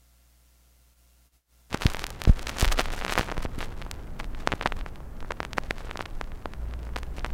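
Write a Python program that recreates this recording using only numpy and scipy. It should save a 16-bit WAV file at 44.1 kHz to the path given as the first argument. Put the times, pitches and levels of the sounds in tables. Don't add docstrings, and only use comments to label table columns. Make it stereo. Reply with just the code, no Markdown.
import sys
import numpy as np
from scipy import signal
from scipy.fft import rfft, irfft, next_fast_len
from scipy.io import wavfile

SR = 44100
rng = np.random.default_rng(int(sys.argv[2]) if len(sys.argv) > 2 else 0)


def inscribe(sig):
    pcm = np.round(np.clip(np.atleast_2d(sig).T, -1, 1) * 32767)
    wavfile.write(sys.argv[1], SR, pcm.astype(np.int16))


N = 323584

# time in seconds, peak in dB, push in ms, slip back in ms.
GRAIN_POPS = [(1.7457, -12.5, 0.32, 0.056), (1.758, -26, 0.12, 0.11), (1.7742, -21, 0.065, 0.024),
              (1.811, -23, 0.041, 0.34), (1.8207, -10.5, 0.035, 0.13), (1.825, -17, 0.077, 0.03),
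              (1.8334, -16, 0.065, 0.082), (1.8367, -20, 0.036, 0.13), (1.8664, -5.5, 0.058, 0.067),
              (1.901, -17.5, 0.043, 0.027), (1.936, -19, 0.019, 0.013), (1.994, -12.5, 0.026, 0.091),
              (2.067, -12.5, 0.034, 0.024), (2.1044, -17.5, 0.03, 0.02), (2.3937, -17, 0.027, 0.094),
              (2.4697, -16.5, 0.021, 0.048), (2.4692, -15.5, 0.027, 0.12), (2.4715, -11.5, 0.054, 0.061),
              (2.6153, -6, 0.036, 0.061), (2.6277, -12, 0.39, 0.4), (2.6463, -5, 0.077, 0.068),
              (2.679, -12.5, 0.081, 0.027), (2.6863, -14, 0.066, 0.074), (2.7218, -8.5, 0.054, 0.051),
              (2.725, -15, 0.09, 0.03), (2.779, -17, 0.073, 0.058), (2.7891, -8, 0.067, 0.081),
              (2.7933, -5, 0.17, 0.42), (2.7949, -6, 0.052, 0.096), (2.7963, -8, 0.07, 0.042),
              (2.8013, -12, 0.065, 0.35), (2.807, -7, 0.043, 0.18), (2.8576, -15.5, 0.09, 0.078),
              (2.885, -22.5, 0.3, 0.1), (2.9039, -20.5, 0.18, 0.044), (3.0132, -16, 0.13, 0.09),
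              (3.0491, -10, 0.2, 0.05), (3.0647, -13.5, 0.055, 0.19), (3.0802, -20, 0.065, 0.067),
              (3.081, -14, 0.11, 0.066), (3.096, -11.5, 0.094, 0.094), (3.1007, -14.5, 0.12, 0.065),
              (3.1235, -7.5, 0.076, 0.19), (3.1366, -12.5, 0.061, 0.016), (3.1549, -10.5, 0.07, 0.18),
              (3.178, -2.5, 0.17, 0.12), (3.1837, -10, 0.21, 0.017), (3.1877, -7.5, 0.021, 0.16),
              (3.194, -10, 0.51, 0.039), (3.2106, -12.5, 0.067, 0.51), (3.2113, -10.5, 0.077, 0.11),
              (3.2312, -18, 0.15, 0.065), (3.286, -20, 0.11, 0.19), (3.2917, -19, 0.24, 0.18),
              (3.3005, -17.5, 0.095, 0.12), (3.3164, -16.5, 0.28, 0.099), (3.3228, -16.5, 0.46, 0.16),
              (3.369, -21.5, 0.24, 0.13), (3.3792, -20, 0.47, 0.044), (3.4519, -19, 0.52, 0.35),
              (3.4596, -18.5, 0.14, 0.12), (3.6059, -16.5, 0.087, 0.081), (3.6116, -19, 0.22, 0.099),
              (3.628, -17, 0.099, 0.14), (3.817, -23, 0.15, 0.048), (3.8229, -21, 0.087, 0.09),
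              (3.8648, -24, 0.2, 0.34), (3.9133, -11, 0.053, 0.012), (4.2005, -15, 0.12, 0.097),
              (4.2438, -25, 0.13, 0.037), (4.3488, -24.5, 0.09, 0.099), (4.4743, -3.5, 0.28, 0.063),
              (4.489, -25, 0.098, 0.18), (4.5202, -8.5, 0.08, 0.13), (4.5274, -9, 0.12, 0.13),
              (4.612, -10.5, 0.1, 0.15), (4.625, -21, 0.36, 0.05), (4.6289, -19.5, 0.046, 0.12),
              (4.634, -21, 0.09, 0.09), (4.6588, -12, 0.19, 0.13), (4.6599, -3.5, 0.24, 0.14),
              (4.6614, -20, 0.12, 0.069), (4.6652, -11.5, 0.064, 0.15), (4.6734, -12.5, 0.1, 0.053),
              (4.7223, -12.5, 0.11, 0.12), (4.8113, -23, 0.095, 0.095), (4.8627, -20, 0.16, 0.15),
              (4.9583, -29, 0.12, 0.047), (5.0044, -30.5, 0.24, 0.28), (5.2053, -27, 0.085, 0.053),
              (5.2273, -23.5, 0.22, 0.27), (5.2474, -27.5, 0.23, 0.21), (5.3065, -18, 0.25, 0.13),
              (5.3085, -13, 0.22, 0.13), (5.3198, -14.5, 0.062, 0.18), (5.322, -26, 0.099, 0.21),
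              (5.4037, -11.5, 0.25, 0.1), (5.4304, -19.5, 0.21, 0.067), (5.4505, -17, 0.15, 0.05),
              (5.5323, -15, 0.077, 0.04), (5.579, -19.5, 0.2, 0.086), (5.5828, -0.5, 0.13, 0.15),
              (5.636, -28, 0.066, 0.044), (5.7087, -8, 0.055, 0.15), (5.7092, -9, 0.17, 0.14),
              (5.7827, -24.5, 0.18, 0.028), (5.8064, -26.5, 0.17, 0.22), (5.8476, -29.5, 0.84, 0.18),
              (5.869, -32.5, 0.15, 0.078), (5.896, -27, 0.16, 0.11), (5.912, -16, 0.11, 0.085),
              (5.9569, -18.5, 0.17, 0.21), (5.9732, -15.5, 0.063, 0.042), (5.9928, -17, 0.12, 0.35),
              (6.0083, -13, 0.24, 0.099), (6.026, -25, 0.097, 0.07), (6.0564, -20.5, 0.07, 0.082),
              (6.0592, -20.5, 0.11, 0.057), (6.2127, -14.5, 0.25, 0.069), (6.242, -32, 0.07, 0.05),
              (6.3191, -29.5, 0.12, 0.092), (6.4576, -13.5, 0.14, 0.31), (6.5363, -23, 0.045, 0.21),
              (6.711, -35, 0.097, 0.061), (6.7379, -25.5, 0.14, 0.073), (6.831, -34, 0.073, 0.032),
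              (6.8695, -29.5, 0.16, 0.21), (6.891, -32, 0.19, 0.14), (6.961, -14, 0.11, 0.063),
              (6.965, -16, 0.33, 0.044), (6.9861, -26, 0.35, 0.02), (7.032, -23, 0.17, 0.038),
              (7.1835, -21.5, 0.12, 0.44), (7.2078, -31, 0.1, 0.12), (7.2463, -11.5, 0.21, 0.077),
              (7.2546, -23.5, 0.2, 0.11), (7.2628, -22, 0.27, 0.073), (7.3043, -29.5, 0.14, 0.082)]
# time in seconds, peak in dB, push in ms, slip back in ms.
PIT_POPS = [(1.7288, -14.5, 0.058, 0.075), (1.7427, -13.5, 0.024, 0.13), (1.7474, -21, 0.35, 0.036),
            (1.8663, -9, 0.028, 0.015), (1.8663, -11, 0.13, 0.089), (1.9468, -12.5, 0.13, 0.08),
            (1.969, -18.5, 0.17, 0.019), (2.0415, -7.5, 0.027, 0.093), (2.218, -10.5, 0.013, 0.12),
            (2.238, -17, 0.019, 0.017), (2.2523, -12, 0.053, 0.081), (2.4944, -10, 0.057, 0.051),
            (2.5853, -11, 0.052, 0.03), (2.5978, -10, 0.03, 0.02), (2.6089, -3, 0.038, 0.016),
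            (2.6244, -8, 0.024, 0.029), (2.6525, -9.5, 0.076, 0.09), (2.7174, -14, 0.15, 0.069),
            (2.9369, -18, 0.15, 0.084), (3.023, -15.5, 0.11, 0.16), (4.791, -25, 0.043, 0.28)]
GRAIN_REBOUND, PIT_REBOUND = 0.6, 0.26
PUSH_EDGE = 2.4
ROUGH_SHARE, ROUGH_HZ = 0.11, 3510
SPRING_HZ, CREEP_HZ, TIP_HZ = 900, 124, 19000

# time in seconds, thickness as a level in dB.
DUST_THICKNESS = [(1.7, -47.5), (1.74, -45.5), (1.88, -41.5), (2.26, -46), (2.55, -42), (2.7, -40),
                  (2.94, -44), (3.16, -39), (3.35, -46.5), (3.5, -52.5), (3.65, -48), (3.94, -52.5),
                  (4.2, -58), (4.42, -48.5), (4.75, -50.5), (5.0, -62.5), (5.67, -50.5), (5.86, -49),
                  (6.28, -56.5), (7.12, -53), (7.34, -51)]
# middle in seconds, length in seconds, thickness as a level in dB.
SCUFFED_PATCHES = [(1.739, 0.024, -52), (1.828, 0.0282, -41), (2.286, 0.025, -41), (2.614, 0.096, -43.5),
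                   (2.724, 0.0127, -32.5), (2.796, 0.038, -29.5), (2.935, 0.02, -40.5), (3.008, 0.045, -43),
                   (3.111, 0.011, -47), (3.129, 0.013, -27.5), (3.189, 0.024, -34), (3.439, 0.029, -40.5),
                   (3.587, 0.0099, -45.5), (3.625, 0.0595, -42.5), (4.202, 0.019, -44), (4.401, 0.015, -50),
                   (4.526, 0.014, -40), (4.766, 0.012, -47), (5.581, 0.016, -40), (6.013, 0.025, -45.5),
                   (6.981, 0.014, -40.5), (7.184, 0.024, -42)]

# time in seconds, peak in dB, rise of the push in ms, fall of the push in ms, direction (1 or -1).
ARM_KNOCKS = [(1.745, -16.5, 0.39, 0.85, -1), (1.8575, -8, 1.6, 0.93, -1), (1.862, -15.5, 1.9, 20, 1),
              (2.2746, -12.5, 0.41, 0.76, -1), (2.278, -10.5, 2.9, 7.3, 1), (2.2955, -3, 1.23, 1.96, -1),
              (2.303, -8.5, 2.9, 21, 1), (2.6293, -12, 2.3, 4.8, 1), (2.664, -24, 3, 3.5, -1),
              (2.674, -16, 4.2, 19, 1), (3.194, -16, 0.56, 5, 1), (3.38, -23.5, 0.25, 11, 1),
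              (3.4527, -23, 0.3, 4.6, 1), (3.582, -22, 1.1, 1, -1), (4.5367, -14, 0.11, 0.87, -1)]
ARM_HZ, ARM_WIDTH_HZ = 24.4, 43

# time in seconds, level in dB.
RUMBLE_LEVEL = [(1.69, -67), (1.71, -51), (3.6, -39.5), (6.8, -43), (7.34, -30.5)]
# frequency in Hz, relative level in dB per Hz.
RUMBLE_SPECTRUM = [(8, 13), (14, 20), (22, 27), (40, 9.5), (70, -5), (120, -51)]
# time of a pass in seconds, rise in dB.
WARP_SWELLS = [(2.92, 8.5), (3.39, 11), (3.83, 10.7)]
TURN_S, SWELL_S = 1.394, 0.097
# time in seconds, level in dB, decay in dB per second.
ARM_SHAKES = [(1.87, -25.5, 166), (2.312, -22, 112), (2.7, -22, 54)]
SHAKE_RISE_S = 0.11

# time in seconds, level in dB.
SLIDE_LEVEL = [(1.69, -69), (1.715, -43), (2.9, -39), (6.0, -42), (7.34, -41)]
# frequency in Hz, relative level in dB per Hz.
SURFACE_SPECTRUM = [(30, -3.5), (55, 0.5), (110, -8.5), (230, -14.5), (560, -22.5), (1600, -32),
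                    (4000, -53.5), (9000, -81)]
# time in seconds, gain in dB.
GROOVE_HUM_GAIN = [(6.5, -76), (6.58, -37.5), (6.95, -38), (7.1, -42), (7.34, -43)]
# frequency in Hz, level in dB ahead of that gain.
GROOVE_PARTIALS = [(57.8, 2.5), (116, -13)]

# frequency in Hz, rms level in dB outside the dips.
HUM_TONES = [(60, -61), (120, -76), (135, -82), (180, -80), (270, -85), (300, -86), (540, -86),
             (689.1, -84), (1378.2, -85), (2067.3, -89), (2756.4, -89)]
# frequency in Hz, relative level in dB per Hz.
HISS_SPECTRUM = [(20, 13), (60, 5), (200, 3), (700, 1), (2000, -1.5), (16000, -2.5)]
HISS_DB = -66
# middle in seconds, depth for the hiss in dB, half width in seconds.
LEVEL_DIPS = [(0.952, 4, .02), (1.306, 10.5, 0.025), (1.443, 15, 0.056)]
MAINS_HZ = 60
BUZZ_DB, BUZZ_HZ, BUZZ_T60_S, BUZZ_LATE_MS = -50, 5560, 0.00041, 0.12

CUTOFF_HZ = 16400


def pops():
    pit_pops = kicks(*np.transpose(PIT_POPS), PIT_REBOUND)
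    grain_pops = kicks(*np.transpose(GRAIN_POPS), GRAIN_REBOUND)
    return pit_pops - grain_pops


def kicks(times_s, peak_db, push_ms, slip_ms, rebound):
    push = bumps(np.maximum(push_ms, 0.015), np.maximum(slip_ms, 0.012), size=360, edge=PUSH_EDGE)
    ripple = rms_one(twice_low(rng.standard_normal(push.shape), ROUGH_HZ))
    push = push * (1 + ROUGH_SHARE * ripple)
    share = np.clip(rebound, 0, 1)
    fast = share * one_pole(push, SPRING_HZ, "high")
    slow = (1 - share) * one_pole(push, CREEP_HZ, "high")
    return place(one_pole(fast + slow, TIP_HZ, "low"), times_s, from_db(peak_db))


def dust():
    t = np.arange(N) / SR
    scuffs = sum(from_db(db) * np.exp(-(1.496 * (t - s) / length) ** 4) for s, length, db in SCUFFED_PATCHES)
    clumps = rms_one(twice_low(rng.standard_normal(N), 25))
    thick = (level(DUST_THICKNESS) + scuffs) * from_db(2.6 * clumps)

    draws = rng.random((12000, 6))
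    at = (draws[:, 0] * N).astype(int)
    thick_here = thick[at]
    size_db = 20 * np.log10(thick_here) - 4.08 * np.log(np.maximum(draws[:, 1], 0.04)) + 1.5
    width_ms = 0.018 * 11.0 ** draws[:, 2] * (thick_here / from_db(-35.5)) ** -0.36
    width_ms = np.minimum(width_ms, 0.7)
    slip_ms = width_ms * (0.22 + 0.85 * draws[:, 5])
    met = draws[:, 3] < (thick_here / from_db(-36)) ** 0.55
    is_grain = draws[:, 4] > 0.35
    grain, pit = met & is_grain, met & ~is_grain
    crackle = kicks(t[at][pit], size_db[pit], width_ms[pit], slip_ms[pit], rebound=0.22)
    crackle -= kicks(t[at][grain], size_db[grain], width_ms[grain], slip_ms[grain], rebound=0.16)

    grit = rms_one(one_pole(twice_low(rng.standard_normal(N), 1140), 370, "high"))
    grit_gain = from_db(-11.0) * level(DUST_THICKNESS) * from_db(2.2 * clumps)
    return crackle + grit_gain * grit


def arm_knocks():
    times, peak_db, rise_ms, fall_ms, direction = np.transpose(ARM_KNOCKS)
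    w = 2 * np.pi * ARM_HZ
    b, a = signal.bilinear([1, 0, 0], [1, 2 * np.pi * ARM_WIDTH_HZ, w * w], SR)
    push = bumps(rise_ms, fall_ms, size=8000, edge=1.9)
    return place(signal.lfilter(b, a, push), times, np.sign(direction) * from_db(peak_db))


def rumble():
    t = np.arange(N) / SR
    swell_db = np.zeros(N)
    for s, rise_db in WARP_SWELLS:
        from_pass_s = (t - s + TURN_S / 2) % TURN_S - TURN_S / 2
        swell_db += rise_db * np.exp(-(from_pass_s / SWELL_S) ** 2)
    shaking = np.zeros(N)
    for s, db, fall_db in ARM_SHAKES:
        build_up = np.clip(1 + (t - s) / SHAKE_RISE_S, 0, 1) ** 2
        shaking += from_db(db - fall_db * np.maximum(t - s, 0)) * build_up
    return (level(RUMBLE_LEVEL) * from_db(swell_db) + shaking) * coloured(RUMBLE_SPECTRUM)


def surface():
    return level(SLIDE_LEVEL) * coloured(SURFACE_SPECTRUM)


def groove_hum():
    return level(GROOVE_HUM_GAIN) * tones(GROOVE_PARTIALS)


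def electronics():
    t = np.arange(N) / SR
    dip_db = sum(depth_db * np.exp(-np.abs((t - s) / width) ** 2.2) for s, depth_db, width in LEVEL_DIPS)
    hum_and_buzz = tones(HUM_TONES) + buzz()
    hiss = from_db(HISS_DB) * coloured(HISS_SPECTRUM)
    return from_db(-1.6 * dip_db) * hum_and_buzz + from_db(-dip_db) * hiss


def buzz():
    half = np.arange(int(2 * MAINS_HZ * N / SR))
    late_s = half % 2 * BUZZ_LATE_MS / 1000
    clicks = np.zeros(N + SR)
    clicks[((half / (2 * MAINS_HZ) + late_s) * SR).astype(int)] = (-1.0) ** half
    r = from_db(-60 / (BUZZ_T60_S * SR))
    w = 2 * np.pi * BUZZ_HZ / SR
    ring = signal.lfilter([1, -1], [1, -2 * r * np.cos(w), r * r], clicks[:N] + 1e-18)
    return from_db(BUZZ_DB) * ring


def tones(rows):
    t = np.arange(N) / SR
    phases = rng.uniform(0, 2 * np.pi, len(rows))
    return sum(np.sqrt(2) * from_db(db) * np.sin(2 * np.pi * hz * t + p) for (hz, db), p in zip(rows, phases))


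def coloured(spectrum):
    size = next_fast_len(N)
    hz, db = np.transpose(spectrum)
    log_hz = np.log(np.arange(1, size // 2 + 2) * SR / size)
    gain = from_db(np.interp(log_hz, np.log(hz), db))
    white = rfft(rng.standard_normal(size))
    return rms_one(irfft(white * gain, size)[:N])


def bumps(rise_ms, fall_ms, size, edge):
    t_ms = np.arange(size) / SR * 1000 - 2.5 * np.max(rise_ms)
    side_ms = np.where(t_ms > 0, fall_ms[:, None], rise_ms[:, None])
    return np.exp(-np.abs(t_ms / side_ms) ** edge)


def place(shapes, times_s, gains):
    size = shapes.shape[1]
    out = np.zeros(N + 2 * size)
    start = np.maximum(np.round(times_s * SR).astype(int) - np.argmax(shapes, axis=1), 0)
    shapes = shapes * (gains / shapes.max(axis=1))[:, None]
    np.add.at(out, start[:, None] + np.arange(size), shapes)
    return out[:N]


def level(rows):
    s, db = np.transpose(rows)
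    return from_db(np.interp(np.arange(N) / SR, s, db, left=-200))


def one_pole(x, hz, kind):
    return signal.lfilter(*signal.butter(1, min(hz, 0.45 * SR), kind, fs=SR), x)


def twice_low(x, hz):
    return one_pole(one_pole(x, hz, "low"), hz, "low")


def from_db(db):
    return 10 ** (np.asarray(db) / 20)


def rms_one(x):
    return x / np.sqrt(np.mean(x ** 2) + 1e-20)


def scene():
    vinyl = rumble() + surface() + groove_hum()
    left = pops() + dust() + arm_knocks() + vinyl + electronics()
    return np.array([left, np.zeros(N)])


def record(dry):
    left = np.clip(from_db(6.0) * dry[0], -1, 1)
    low_leak = from_db(-59) * one_pole(left, 70, "low")
    high_leak = from_db(-27) * one_pole(left, 14000, "high")
    right_hiss = from_db(-91) * rng.standard_normal(N)
    both = np.array([left, dry[1] + low_leak + high_leak + right_hiss])
    top_cut = signal.cheby2(16, 60, CUTOFF_HZ, fs=SR, output="sos")
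    return np.clip(signal.sosfilt(top_cut, both), -1, 1)


dry = scene()
out = record(dry)
inscribe(out)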